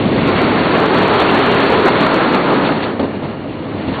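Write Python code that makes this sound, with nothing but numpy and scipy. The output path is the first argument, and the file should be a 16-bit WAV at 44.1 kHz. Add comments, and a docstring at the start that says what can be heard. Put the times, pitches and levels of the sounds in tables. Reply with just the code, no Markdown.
"""Wheels rumble through a roller coaster car as it races into the roar of a tunnel.
The walls throw back the noise of the track; air rushes past and buffets the microphone.
Near 3 s the roar falls away as the car climbs into the open, slowing, and jolts on the track.
The small camera has a narrow band and overloads on the highest peaks."""
import sys
import numpy as np
from scipy import signal
from scipy.io import wavfile
from scipy.ndimage import uniform_filter1d

SR = 44100
rng = np.random.default_rng(int(sys.argv[2]) if len(sys.argv) > 2 else 0)


def generate_wav(signal):
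    """Clip the signal to [-1, 1] and save it as 16-bit WAV at the path in sys.argv[1]."""
    frames = np.transpose(np.atleast_2d(signal))
    scaled = np.clip(frames, -1, 1) * 32767
    pcm = np.round(scaled).astype(np.int16)
    wavfile.write(sys.argv[1], SR, pcm)


N = 176400
T = np.arange(N) / SR


def from_db(db):
    """Decibels to gain."""
    return 10 ** (np.asarray(db) / 20)


def unit_rms(x):
    """Scale to rms 1."""
    return x / np.sqrt(np.mean(x ** 2) + 1e-20)


def steady(x, window_samples):
    """Hold the running rms near 1."""
    return x / np.sqrt(uniform_filter1d(x ** 2, window_samples) + 1e-9)


def curves(rows):
    """Interpolate each column after the time column to every sample."""
    times_s, *columns = np.transpose(rows)
    return [np.interp(T, times_s, column) for column in columns]


def drift(rate_hz):
    """Slow random wander, rms about 1: noise through a two-pole low-pass."""
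    step, settle = 40, 2000
    pole = np.exp(-2 * np.pi * rate_hz * step / SR)
    noise = rng.standard_normal(N // step + settle + 2)
    slow = signal.lfilter([1], [1, -2 * pole, pole * pole], noise)[settle:]
    return np.interp(np.arange(N) / step, np.arange(len(slow)), unit_rms(slow))


def impulses(per_s):
    """Unit clicks at random times, of random sign."""
    return (rng.random(N) < per_s / SR) * rng.choice([-1, 1], N)


def coloured(spectrum, flutter_db, flutter_hz, source=None):
    """Noise or a given source, shaped in fluttering third-octave bands; rms 1."""
    edges_hz = 18 * 2 ** (np.arange(26) / 3)
    if source is None:
        feeds = rng.standard_normal((2, N + SR))
    else:
        feeds = [np.pad(source, (SR, 0)) + 1e-18] * 2
    hz, db = np.transpose(spectrum)
    total, common_drift = 0, drift(flutter_hz)
    for k, (low, high) in enumerate(zip(edges_hz, edges_hz[1:])):
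        bandpass = signal.butter(2, [low, high], "band", fs=SR, output="sos")
        band = signal.sosfilt(bandpass, feeds[k % 2])[SR:]
        band_db = np.interp(np.log(low * high) / 2, np.log(hz), db)
        flutter = .5 * common_drift + drift(flutter_hz)
        total += band * from_db(band_db + flutter_db * flutter)
    return unit_rms(total)


def resonate(x, hz, width_hz):
    """Two-pole resonance, peak gain 1."""
    r = np.exp(-np.pi * width_hz / SR)
    feedback = [1, -2 * r * np.cos(2 * np.pi * hz / SR), r * r]
    return signal.lfilter(np.array([1, 0, -1]) * (1 - r * r) / 2, feedback, x)


def shaken(modes):
    """Resonances, each driven by its own continuous noise; rms 1."""
    return unit_rms(sum(from_db(db) * resonate(rng.standard_normal(N + SR), hz, width_hz)[SR:]
                        for hz, width_hz, db in modes))


# Seat resonances. Each row: frequency in Hz, width in Hz, relative gain in dB.
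SEAT_MODES = [(74, 8.3, -6), (103, 13, 3.5), (143, 18, -3)]

def seat_boom():
    """The shaken seat booms at its low resonances; rms 1."""
    return shaken(SEAT_MODES)


# Air hiss and microphone buffet spectra. Each row: frequency in Hz, relative density in dB.
HISS_SPECTRUM = [(500, -7), (1200, -0.5), (2000, 6.5), (2700, 5.5), (3400, 2.5), (4000, 2), (4700, -26)]
BUFFET_SPECTRUM = [(20, -11), (40, -11.5), (60, -8), (85, 9.5), (115, 22.5), (170, -4), (300, -26.5)]
# Wind strength on the microphone. Each row: time in seconds, relative level in dB.
BUFFET_LEVELS = [(0, -20), (.6, -24.5), (.8, -27), (1.25, -25), (1.6, -27), (2.2, -33), (2.8, -33),
                 (3.2, -29), (4.0, -28)]

def wind(air_db):
    """Air hisses past the car and buffets microphone and seat."""
    buffet_db, = curves(BUFFET_LEVELS)
    hiss = coloured(HISS_SPECTRUM, flutter_db=1.6, flutter_hz=31)
    buffet = coloured(BUFFET_SPECTRUM, flutter_db=2, flutter_hz=10) + from_db(1) * seat_boom()
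    return from_db(air_db - 4) * hiss + from_db(buffet_db - 3.5) * steady(buffet, 12000)


def envelope(start_s, hold_s, release_s, attack_s=.0016):
    """Linear rise, hold, exponential fall."""
    age_s = T - start_s
    return np.clip(age_s / attack_s, 0, 1) * np.exp(-np.maximum(age_s - hold_s, 0) / release_s)


# Body resonances under a jolt. Each row: frequency in Hz, width in Hz, relative gain in dB.
THUD_MODES = [(210, 42, -1), (280.5, 22, 9), (347, 29, 0.5), (410, 58, -10.5), (517, 59, -3.5),
              (646, 73, -11.5), (924, 30, -13.5)]
# Spectrum of loose parts. Each row: frequency in Hz, relative density in dB.
RATTLE_SPECTRUM = [(250, -4), (420, 8), (700, 12.5), (1300, -2), (2200, -14), (3300, -7), (4500, -9)]
# Jolts. Each row: start in seconds, thud in dB, hold in seconds, rattle in dB, seat boom in dB.
JOLT_EVENTS = [(2.762, -17, .016, -42, -49), (2.829, -23, .03, -30.5, -36),
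               (2.993, -14, 0.016, -20.5, -38.5), (3.027, -18.5, 0.032, -40, -35),
               (3.14, -23.5, .02, -42, -39.5), (3.225, -21, 0.031, -44, -27.5),
               (3.737, -21.5, 0.011, -39, -35), (3.876, -16.5, 0.02, -34, -22),
               (3.915, -21, .012, -44, -35)]

def jolts():
    """Each jolt makes the body shudder, the seat boom and loose parts rattle."""
    shudder = steady(shaken(THUD_MODES), 400)
    boom = steady(seat_boom(), 900)
    knocks = impulses(per_s=670)
    rattle = steady(coloured(RATTLE_SPECTRUM, flutter_db=-2, flutter_hz=30, source=knocks), 600)
    total = np.zeros(N)
    for start_s, thud_db, hold_s, rattle_db, boom_db in JOLT_EVENTS:
        thump = from_db(thud_db) * shudder + from_db(boom_db) * boom
        total += envelope(start_s, hold_s, release_s=.03) * thump
        total += envelope(start_s, hold_s / 2, release_s=.0082) * from_db(rattle_db) * rattle
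    return total


# Tunnel resonance. Each row: time in seconds, frequency in Hz, level in dB.
TUNNEL_GLIDE = [(0, 220.2, -22.5), (.3, 235, -21.5), (.65, 290.2, -26), (.85, 411, -19), (1.35, 408.9, -22),
                (1.55, 400, -20), (1.76, 434, -14), (1.92, 375.4, -22.5), (2.05, 308.1, -24),
                (2.2, 330.7, -20), (2.4, 290, -25), (2.65, 300.2, -20.5), (2.9, 281, -35)]

def tunnel_boom(drift_hz=50):
    """Air between the walls booms: narrow noise whose pitch shifts with the tunnel's width."""
    hz, level_db = curves(TUNNEL_GLIDE)
    phase = 2 * np.pi * np.cumsum(hz) / SR
    boom = drift(drift_hz) * np.cos(phase) + drift(drift_hz) * np.sin(phase)
    return from_db(level_db) * steady(boom, 3000)


# Rolling noise spectrum. Each row: frequency in Hz, relative density in dB.
ROLLING_SPECTRUM = [(40, -32), (90, -19), (170, -1), (270, -1), (420, -5), (600, -12), (900, -13),
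                    (1500, -26), (2200, -24), (4500, -53.5)]
# Car body resonances. Each row: frequency in Hz, width in Hz, relative gain in dB.
BODY_MODES = [(144, 82, -11), (214, 25, -6), (277.3, 13, 1), (340, 60, -7.5), (421, 13, -10.5),
              (532, 26, -6), (629, 20, -5)]

def wheels(rumble_db):
    """The rough rail shakes wheels and body; the wheels sing faintly on the rail."""
    rolling = from_db(.5) * coloured(ROLLING_SPECTRUM, flutter_db=.56, flutter_hz=18)
    body = from_db(-3.5) * shaken(BODY_MODES)
    whine = unit_rms(resonate(rng.standard_normal(N), hz=2837, width_hz=130))
    return from_db(rumble_db - 3.5) * steady(rolling + body, 2500) + from_db(-48.5) * whine


# Track roar spectrum. Each row: frequency in Hz, relative density in dB.
ROAR_SPECTRUM = [(150, -18.5), (300, 2.5), (430, 0), (720, 0.5), (1000, -.5), (1300, -2.5), (1650, -6),
                 (2200, -13), (4500, -21)]
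# Hollow ring of the tunnel. Each row: frequency in Hz, width in Hz, relative gain in dB.
HOLLOW_MODES = [(432, 120, 1.5), (512, 110, -8.5), (840, 85, -8.5), (992, 140, -5.5), (1236, 150, -6.5)]

def track(roar_db, tick_spread_db=5):
    """The track roars and chatters under the car; the tunnel's walls make it hollow."""
    ticks = impulses(per_s=260) * from_db(tick_spread_db * np.minimum(rng.exponential(1, N), 4))
    chatter = from_db(-8.5) * coloured(ROAR_SPECTRUM, flutter_db=3, flutter_hz=11, source=ticks)
    roar = coloured(ROAR_SPECTRUM, flutter_db=1.15, flutter_hz=11)
    hollow = from_db(-6) * shaken(HOLLOW_MODES)
    return from_db(roar_db - .5) * steady(roar + chatter + hollow, 8000)


# Course of the ride. Each row: time in seconds, then relative rumble, roar and air levels in dB.
RIDE_LEVELS = [(0, -11, -30.5, -24), (0.16, -10.5, -25, -23.5), (0.36, -12, -15.5, -22),
               (0.62, -12, -16, -20), (0.89, -13.5, -14.5, -23), (1.0, -12.5, -13.5, -21),
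               (1.22, -14.5, -13, -18.5), (1.6, -13.5, -13.5, -18.5), (1.89, -13.5, -13.5, -25),
               (1.96, -12, -14.5, -20.5), (2.2, -14.5, -13, -22.5), (2.44, -13.5, -15.5, -25.5),
               (2.69, -12, -16, -29), (2.8, -17.5, -21, -30), (2.92, -16.5, -23.5, -36),
               (2.98, -19, -29, -49), (3.15, -19.5, -33.5, -38), (3.3, -20, -30, -37),
               (3.37, -23, -33.5, -45), (3.46, -20, -35.5, -42), (3.53, -21, -38, -36),
               (3.7, -20.0, -31.5, -39.5), (3.85, -17.5, -38, -31), (3.95, -26, -28.5, -31),
               (4.0, -22.5, -21.5, -31)]
# Brief swells and dips. Each row: centre in seconds, length in seconds, then rumble, roar, air in dB.
RIDE_SWELLS = [(0.298, 0.057, 2, 1, 1), (0.38, 0.03, -2, 0.5, 3.5), (0.762, 0.051, 2, 3, 3),
               (0.828, 0.044, 1, 2.5, -1), (0.972, 0.031, 5, 1.5, 5), (1.145, 0.021, 2, 3, -3),
               (1.212, 0.031, -3.5, 0.5, 3.5), (1.342, 0.08, 3.5, 2, 0), (1.74, 0.058, 1, 1.5, 3.5),
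               (1.878, 0.056, -2.5, 5, -1), (2.034, 0.065, 4, 0.5, 3), (2.346, 0.038, 6.5, 0, 3),
               (2.533, 0.057, 2, 3, -2), (2.663, 0.039, 0, -1, 11), (2.838, 0.043, -7, 2, 12.5),
               (3.943, 0.039, -2, 6.5, 4)]

def ride_levels_db():
    """Rumble, roar and air levels along the ride, with bell-shaped swells and dips."""
    swells_db = sum(np.outer(gains_db, np.exp(-(2 * (T - centre_s) / length_s) ** 2))
                    for centre_s, length_s, *gains_db in RIDE_SWELLS)
    return np.array(curves(RIDE_LEVELS)) + swells_db


def scene():
    """The ride from the front seat, in mono."""
    rumble_db, roar_db, air_db = ride_levels_db()
    return (wheels(rumble_db) + track(roar_db) + tunnel_boom() + wind(air_db) + jolts())[None]


SOFT_CEILING, KNEE_SHARPNESS, CLIP_LEVEL = .75, 6.24, .7
BAND_LIMIT_HZ, OUTPUT_CUTOFF_HZ = 4500, 15900

def record(dry):
    """The camera rounds peaks, narrows the band and clips the highest peaks with a faint tick."""
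    rounded = dry / (1 + np.abs(dry / SOFT_CEILING) ** KNEE_SHARPNESS) ** (1 / KNEE_SHARPNESS)
    narrow = signal.sosfilt(signal.ellip(12, .2, 95, BAND_LIMIT_HZ, fs=SR, output="sos"), rounded)
    clipped = np.clip(narrow, -CLIP_LEVEL, CLIP_LEVEL)
    return signal.sosfilt(signal.ellip(10, .2, 80, OUTPUT_CUTOFF_HZ, fs=SR, output="sos"), clipped)


dry = scene()
out = record(dry)
generate_wav(out)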